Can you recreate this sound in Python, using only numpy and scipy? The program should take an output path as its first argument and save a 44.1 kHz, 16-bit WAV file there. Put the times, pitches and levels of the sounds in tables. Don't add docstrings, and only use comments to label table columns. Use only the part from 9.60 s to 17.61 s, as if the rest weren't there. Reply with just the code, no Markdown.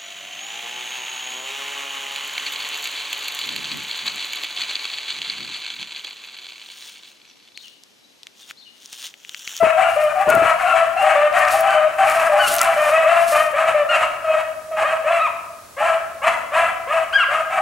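import sys
import numpy as np
from scipy import signal
from scipy.fft import rfft, irfft, next_fast_len
from scipy.io import wavfile
from scipy.ndimage import uniform_filter1d, map_coordinates

SR = 44100
rng = np.random.default_rng(int(sys.argv[2]) if len(sys.argv) > 2 else 0)


def transcribe(signal):
    frames = np.atleast_2d(signal).T
    limited = np.clip(frames, -1, 1)
    pcm = np.round(limited * 32767).astype(np.int16)
    wavfile.write(sys.argv[1], SR, pcm)


N = 353241

# freq_hz, density_db
AIR_SPECTRUM = [(15, -40), (25, -39), (70, -8), (250, -16.5), (500, -15), (1200, -14), (3200, -23),
                (7000, -21.5), (12000, -22.5), (15700, -37)]
# freq_hz, rms_db
WHINE_TONES = [(15734, -67)]
# freq_hz, gain_db
THROAT_RESPONSE = [(1000, 0), (1300, 0), (1900, -9), (2600, -10), (3200, -21), (3800, -32), (5400, -46),
                   (7800, -56), (15000, -75)]
# freq_hz, density_db
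RASP_SPECTRUM = [(450, -24), (700, 8), (880, -7.5), (1100, 2), (1300, 5), (1450, -4), (1680, -1),
                 (2070, -5.5), (2600, -5), (3050, -13.5), (3450, -23.5), (5350, -31), (7800, -23.5),
                 (11000, -31), (15500, -52)]
# freq_hz, t60_s
WOODS_DECAY = [(300, 2.45), (650, 0.84), (1300, 0.93), (2600, 0.77), (8000, 0.66)]
# start_s, length_s, crest_s, tone_db, upper_db, opening_hz, held_hz, breakup_s
HOARSE_CALLS = [(0, .12, 0.039, -8, -14.5, 666.4, 636, 0.043),
                (0.15, 0.18, 0.12, -14, -20, 635.3, 664.5, .04),
                (0.655, 0.21, 0.068, -13, -18, 558.3, 663, 0.03),
                (0.8, .15, 0.08, -13, -15.5, 665, 648.3, 0.031),
                (1.13, .14, 0.016, -13.5, -16.5, 651, 664.2, 0.042),
                (1.41, 0.18, 0.051, -14.5, -16, 595.6, 630.7, 0.042),
                (1.76, 0.19, 0.06, -23, -17, 611.4, 614.2, .04),
                (1.91, 0.45, 0.025, -19.5, -24.5, 646.3, 658.4, 0.047),
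                (2.4, 0.2, 0.038, -20.5, -19.5, 689.5, 633, 0.051),
                (2.54, 0.17, 0.03, -16, -18, 665, 656, 0.037),
                (2.9, 0.095, .03, -21.5, -25, 654, 692, 0.033),
                (2.97, 0.23, 0.092, -18, -18, 660, 663.5, 0.041),
                (3.29, 0.17, 0.056, -12.5, -12.5, 545.7, 651.6, 0.093),
                (3.44, 0.21, 0.11, -10, -13.5, 560, 675.7, .05),
                (3.93, 0.21, 0.068, -15, -15.5, 531.4, 643, 0.042),
                (4.29, .19, .08, -18, -14.5, 598, 642.6, 0.067),
                (4.68, 0.15, 0.043, -17, -18.5, 638.3, 639, 0.081),
                (5.22, .165, 0.085, -18, -15.5, 509.6, 644.4, 0.16),
                (5.44, 0.17, 0.069, -16.5, -17.5, 542.7, 673.3, 0.056),
                (6.165, 0.22, 0.098, -17.5, -18, 516, 661, 0.042),
                (6.615, 0.14, 0.051, -20, -15.5, 525.8, 677, 0.035),
                (6.915, 0.2, 0.1, -17, -15, 551, 670.4, 0.033),
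                (7.27, 0.18, 0.14, -18, -17.5, 496.6, 650, 0.061),
                (7.68, 0.15, 0.13, -20.5, -19, 511, 638.4, 0.035),
                (7.89, .12, 0.17, -23.5, -23.5, 658, 644, 0.027)]
# peak_s, level_db, rise_s, fall_s
SCUFFS = [(0.01, -47, 0.084, .12), (0.3, -43.5, .05, 0.53), (0.44, -41, .04, 0.091), (0.614, -48, .03, .04),
          (0.706, -30.5, 0.019, 0.014), (0.76, -45.5, .1, 1), (1.426, -40, 0.032, 0.075),
          (1.79, -33.5, 0.044, 0.046), (1.914, -30.5, .05, 0.18), (2.508, -36, 0.18, 0.5),
          (2.882, -28, .14, 0.28), (3.02, -33.5, 0.17, 0.27), (3.25, -36.5, .25, 0.33),
          (3.69, -34.5, 0.17, 0.22), (3.77, -31.5, 0.4, 0.16)]
# freq_hz, density_db
LEAF_SPECTRUM = [(2060, -6.5), (3500, -2.5), (6900, -1.5), (7820, -2), (9150, 1.5), (12700, -5),
                 (15700, -15)]
# start_s, length_s, crest_s, tone_db, upper_db, opening_hz, top_hz, sag_hz, break_hz
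YIP_CALLS = [(0.021, .1, 0.043, -21, -36, 1343, 1423, 1395, 1300),
             (0.216, 0.1, 0.034, -23.5, -33.5, 1373, 1430, 1395, 1350),
             (0.676, 0.16, 0.019, -17, -40, 1420, 1444, 1294, 1300),
             (0.838, 0.078, .03, -25, -43, 1324, 1400, 1353, 1270),
             (1.059, 0.096, 0.028, -20.5, -26.5, 1303, 1380, 1330, 1340),
             (1.369, 0.07, 0.019, -26, -24, 1370, 1391, 1368, 1400),
             (2.068, 0.15, 0.041, -24, -31.5, 1430, 1539, 1505, 1350),
             (2.782, .11, .025, -20, -23.5, 1383, 1483, 1436, 1326),
             (4.285, .095, .017, -20, -19, 1350, 1410, 1340, 1270),
             (5.57, .118, .03, -18.5, -28, 1360, 1300, 1225, 810),
             (7.521, .131, .032, -13.5, -21, 1150, 1670, 1310, 880), ]
# start_s, level_db
HAND_BUMPS = [(0.026, -9.5), (0.06, -18), (0.671, -12), (0.699, -14.5), (0.734, -11.5), (0.764, -9),
              (0.813, -13.5), (0.842, -19)]
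# start_s, length_s, crest_s, tone_db, upper_db, opening_hz, held_hz
HIGH_CALLS = [(0.17, 0.081, 0.017, -13.5, -26, 705.5, 802), (0.55, 0.097, 0.055, -15, -28, 753, 762.5),
              (0.98, 0.23, 0.13, -19.5, -25.5, 738, 746), (1.36, 0.14, 0.14, -14, -29.5, 729, 788),
              (1.73, .07, .045, -15.5, -20.5, 735, 769.5), (1.92, 0.075, 0.02, -14.5, -23.5, 745, 773),
              (2.03, 0.14, 0.052, -18.5, -22, 775.6, 781), (2.38, .12, 0.021, -16.5, -19, 765, 755.4),
              (2.71, 0.16, 0.042, -19, -22.5, 761, 811), (3.03, 0.105, 0.051, -21.5, -27, 735, 790),
              (5.165, 0.08, 0.035, -27, -21.5, 880, 790), (6.2, 0.052, 0.022, -22, -26.5, 828, 807),
              (7.9, 0.13, 0.11, -23, -27, 722, 791)]
# start_s, peak_db, resonance_hz
TWIG_SNAPS = [(0.2881, -26, 3530), (0.4398, -21, 10500), (0.6129, -25, 10400), (0.6913, -17, 7600),
              (0.7017, -9.5, 10300), (0.7518, -10, 10700), (1.728, -26, 3500), (1.8512, -19, 3770),
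              (1.8846, -19, 4150), (1.908, -16.5, 4564), (2.0086, -13, 9700), (2.107, -18, 3550),
              (2.4986, -14, 7700), (2.9414, -5, 11300), (2.953, -7, 10100), (2.9646, -8, 10000),
              (2.984, -6, 3600), (2.9922, -10, 4270), (3.015, -0.5, 6350), (3.032, -8.5, 9300),
              (3.047, -14, 5660), (3.219, -16, 9450)]
# start_s, length_s, crest_s, tone_db, upper_db, opening_hz, held_hz
CLEAR_CALLS = [(0.361, 0.18, 0.037, -14, -24, 595, 609.4), (1.551, 0.14, 0.16, -12.5, -18.5, 577.7, 602.3),
               (2.14, 0.15, 0.15, -11.5, -22.5, 626, 613), (2.691, 0.11, 0.07, -11.5, -25.5, 618, 597.7),
               (3.16, 0.15, 0.054, -14, -17.5, 602.5, 611.3),
               (3.718, 0.12, 0.078, -14, -16.5, 606.5, 626.7), (4.141, 0.1, 0.1, -11.5, -21.5, 604, 593),
               (4.639, 0.17, 0.041, -21, -25.5, 635.8, 641), (5.111, .14, 0.11, -19, -31, 636, 640)]
# time_s, left_minus_right_db
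PACK_BEARING = [(0, 6.5), (1, 5), (2.502, 3), (5, 1.5), (8, 2)]

TOP_HZ = 15800
SCUFF_RANGE_DB = 22.5
YIP_BREAK_S, FADE_EXPONENT = 0.022, 2.52


def amp(db):
    return 10 ** (np.asarray(db) / 20)


def unit(x):
    return x / np.sqrt(np.mean(x ** 2) + 1e-20)


def along(points, hz):
    freq_hz, values = np.transpose(points)
    return np.interp(np.log(hz + 1), np.log(freq_hz + 1), values)


def wobble(n, rate_hz):
    knots = rng.standard_normal(int(n * rate_hz / SR) + 4)
    return map_coordinates(knots, [np.arange(n) * rate_hz / SR])


def filtered(x, response):
    n = x.shape[-1]
    size = next_fast_len(n + 8192)
    return irfft(rfft(x, size) * response(np.fft.rfftfreq(size, 1 / SR)), size)[..., :n]


def coloured(x, spectrum):
    return unit(filtered(x, lambda hz: amp(along(spectrum, hz))))


def add(track, sound, start_s):
    part = track[..., round(max(start_s, 0) * SR):][..., :sound.shape[-1]]
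    part += sound[..., :part.shape[-1]]


def open_air():
    mid, side = coloured(rng.standard_normal((2, N)), AIR_SPECTRUM)
    return amp(-52) * np.array([1.37 * mid + 1.4 * side, 2.03 * mid - 0.69 * side])


def whine():
    t = np.arange(N) / SR
    return sum(np.sqrt(2) * amp(db) * np.sin(2 * np.pi * hz * t) for hz, db in WHINE_TONES)


def contour(row, swell_db, fade_db, attack_db, attack_s, sag_db, scoop_s=0):
    start_s, length_s, crest_s, tone_db, upper_db, opening_hz, held_hz, *fall_hz = row
    t = np.linspace(0, length_s, num=40)
    before = lambda turn_s: np.clip(1 - t / turn_s, 0, 1)
    after = lambda turn_s: np.clip((t - turn_s) / max(length_s - turn_s, 1e-3), 0, 1)
    pitch_hz = held_hz + (opening_hz - held_hz) * before(scoop_s or crest_s) ** 2
    if fall_hz:
        turns_s = [crest_s, max(length_s - YIP_BREAK_S, crest_s), length_s]
        pitch_hz += np.interp(t, turns_s, [held_hz, *fall_hz]) - held_hz
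    tone_db = tone_db - swell_db * before(crest_s) ** 2 - fade_db * after(crest_s) ** FADE_EXPONENT
    upper_db = upper_db - attack_db * before(attack_s) - sag_db * after(attack_s) ** 2
    return start_s + t, pitch_hz, tone_db, upper_db


def vocal_folds(curves, jitter, shimmer_db, rasp_db, overtones_db=0, breath_db=0, breakup_s=0):
    knots_s = curves[0]
    t = np.arange(knots_s[0], knots_s[-1], 1 / SR)
    n, age_s = len(t), t - t[0]
    pitch_hz, tone_db, upper_db = (np.interp(t, knots_s, curve) for curve in curves[1:])
    waver = 1 + jitter * wobble(n, 90.3) + 0.0083 * wobble(n, 17.9)
    pitch_hz = uniform_filter1d(pitch_hz, size=SR // 80) * waver
    phase = 2 * np.pi * np.cumsum(pitch_hz) / SR
    clarity = np.exp(-age_s / breakup_s) if breakup_s else 0.5

    k = np.arange(2, 13)[:, None]
    throat_db = along(THROAT_RESPONSE, k * pitch_hz) - along(THROAT_RESPONSE, 2 * pitch_hz)
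    throat_db += shimmer_db * np.array([wobble(n, 64.3) for _ in k])
    offsets = rng.uniform(0, 2 * np.pi, k.shape)
    overtones = amp(throat_db) * (k * pitch_hz < TOP_HZ) * np.sin(k * phase + offsets)
    voice = amp(tone_db + shimmer_db * wobble(n, 70.2)) * np.sin(phase)
    voice += amp(upper_db + overtones_db) * (0.018 + 2 * clarity) * overtones.sum(0)

    halves = (k + 1) / 2
    flicker = np.array([wobble(n, 85) for _ in k]) * np.where(k % 2, 1, 0.9)
    lines = amp(along(RASP_SPECTRUM, halves * pitch_hz)) * flicker * np.sin(halves * phase)
    airflow = 1 + 0.49 * np.sin(phase)
    turbulence = coloured(airflow * rng.standard_normal(n), RASP_SPECTRUM)
    rasp_gain = amp(upper_db + rasp_db + 2.2 * wobble(n, 44.7)) * 2 * (1 - clarity)
    rasp = rasp_gain * (unit(lines.sum(0)) + amp(breath_db) * turbulence)
    jaws = np.clip(np.minimum(age_s / 0.0069, (knots_s[-1] - t) / 0.0141), 0, 1)
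    return (np.sqrt(2) * voice + rasp) * jaws


def in_woods(call, wet_db):
    hz, t, bins = signal.stft(rng.standard_normal((2, SR)), SR, nperseg=256)
    decay = amp(-60 * t / along(WOODS_DECAY, hz)[:, None])
    build_up = 1 - np.exp(-t / 0.0048)
    mid, side = signal.istft(bins * decay * build_up, SR, nperseg=256)[1]
    tail = np.array([mid + 0.55 * side, mid - 0.44 * side])
    out = amp(wet_db) * signal.fftconvolve(call[None], tail / np.linalg.norm(tail[0]), axes=1)
    out[:, :len(call)] += call
    return out


def hoarse_hound(track):
    for *row, breakup_s in HOARSE_CALLS:
        curves = contour(row, swell_db=13, fade_db=16, attack_db=10.5, attack_s=0.039,
                         sag_db=11, scoop_s=0.09)
        call = vocal_folds(curves, jitter=0.011, shimmer_db=3, rasp_db=-6, overtones_db=-9,
                           breath_db=1, breakup_s=breakup_s)
        add(track, in_woods(call, wet_db=-4.5), row[0])


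def leaf_rustle(cracks_per_s=900):
    t = np.arange(N) / SR
    scuffs_db = [db - SCUFF_RANGE_DB * np.maximum((peak_s - t) / rise_s, (t - peak_s) / fall_s)
                 for peak_s, db, rise_s, fall_s in SCUFFS]
    hits = rng.random(N) < cracks_per_s / SR
    cracks = hits * amp(1.2 * rng.exponential(size=N)) * rng.standard_normal(N)
    hiss = rng.standard_normal(N) + 0.31 * unit(cracks)
    level_db = np.max(scuffs_db, axis=0) + 3 + 2 * wobble(N, 60)
    return amp(level_db) * coloured(hiss, LEAF_SPECTRUM)


def over_ground(x):
    spread = filtered(x, lambda hz: np.exp(3j * np.sin(hz / 300)))
    return np.array([x + 0.033 * spread, x - 0.13 * spread])


def yipping_hound(track):
    for row in YIP_CALLS:
        curves = contour(row, swell_db=17, fade_db=6.5, attack_db=5.5, attack_s=0.033, sag_db=-0.5)
        call = vocal_folds(curves, jitter=0.02, shimmer_db=4, rasp_db=-10, breath_db=6)
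        add(track, in_woods(call, wet_db=-4.5), row[0])


def hand_bumps(rise_s=0.004, t60_s=0.09):
    out, t = np.zeros((2, N)), np.arange(SR // 20) / SR
    housing_hz_db = [(40, -17), (120, -1.5), (400, -0.5), (900, 1.5), (4000, -41)]
    for start_s, db in HAND_BUMPS:
        mid, side = coloured(rng.standard_normal((2, len(t))), housing_hz_db)
        envelope = amp(db - 4.5 - 60 * t / t60_s) * (1 - np.exp(-t / rise_s))
        add(out, envelope * np.array([1.77 * mid + 0.24 * side, 1.24 * mid - 0.32 * side]), start_s)
    return out


def high_hound(track):
    for row in HIGH_CALLS:
        curves = contour(row, swell_db=7.5, fade_db=14.5, attack_db=2, attack_s=0.047,
                         sag_db=-2, scoop_s=0.0817)
        call = vocal_folds(curves, jitter=0.0282, shimmer_db=2.5, rasp_db=-4.5, overtones_db=-15,
                           breath_db=5.5)
        add(track, in_woods(call, wet_db=-3), row[0])


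def twig_snaps(t60_s=0.0069, inverse_q=0.6):
    out, t = np.zeros(N), np.arange(SR // 100) / SR
    for start_s, peak_db, hz in TWIG_SNAPS:
        burst = rng.standard_normal(len(t)) * amp(-60 * t / t60_s)
        snap = filtered(burst, lambda f: 1j * f * hz / (hz * hz - f * f + 1j * f * hz * inverse_q))
        add(out, amp(peak_db) * snap / np.abs(snap).max(), start_s)
    return out


def clear_hound(track):
    for row in CLEAR_CALLS:
        curves = contour(row, swell_db=0.5, fade_db=5.5, attack_db=5, attack_s=0.047,
                         sag_db=2, scoop_s=0.1077)
        call = vocal_folds(curves, jitter=0.007, shimmer_db=1.5, rasp_db=-4, overtones_db=-2)
        add(track, in_woods(call, wet_db=-5), row[0])


def scene():
    pack = np.zeros((2, N))
    for hound in (clear_hound, hoarse_hound, high_hound, yipping_hound):
        hound(pack)
    pan_db = np.interp(np.arange(N) / SR, *np.transpose(PACK_BEARING)) / 2
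    pack *= amp(-2.5) * amp([pan_db, -pan_db])
    underfoot = over_ground(leaf_rustle() + twig_snaps())
    return pack + underfoot + hand_bumps() + open_air() + whine()


def record(dry):
    response_s, threshold_db = 0.015, -12
    pole = np.exp(-1 / (response_s * SR))
    power = signal.lfilter([1 - pole], [1, -pole], np.mean(dry ** 2, axis=0))
    rms = np.sqrt(power + 1e-12)
    gain = (1 + (rms / amp(threshold_db)) ** 4) ** (-1 / 4)
    return filtered(np.clip(dry * gain, -1, 1), lambda hz: hz < TOP_HZ)


dry = scene()
out = record(dry)
transcribe(out)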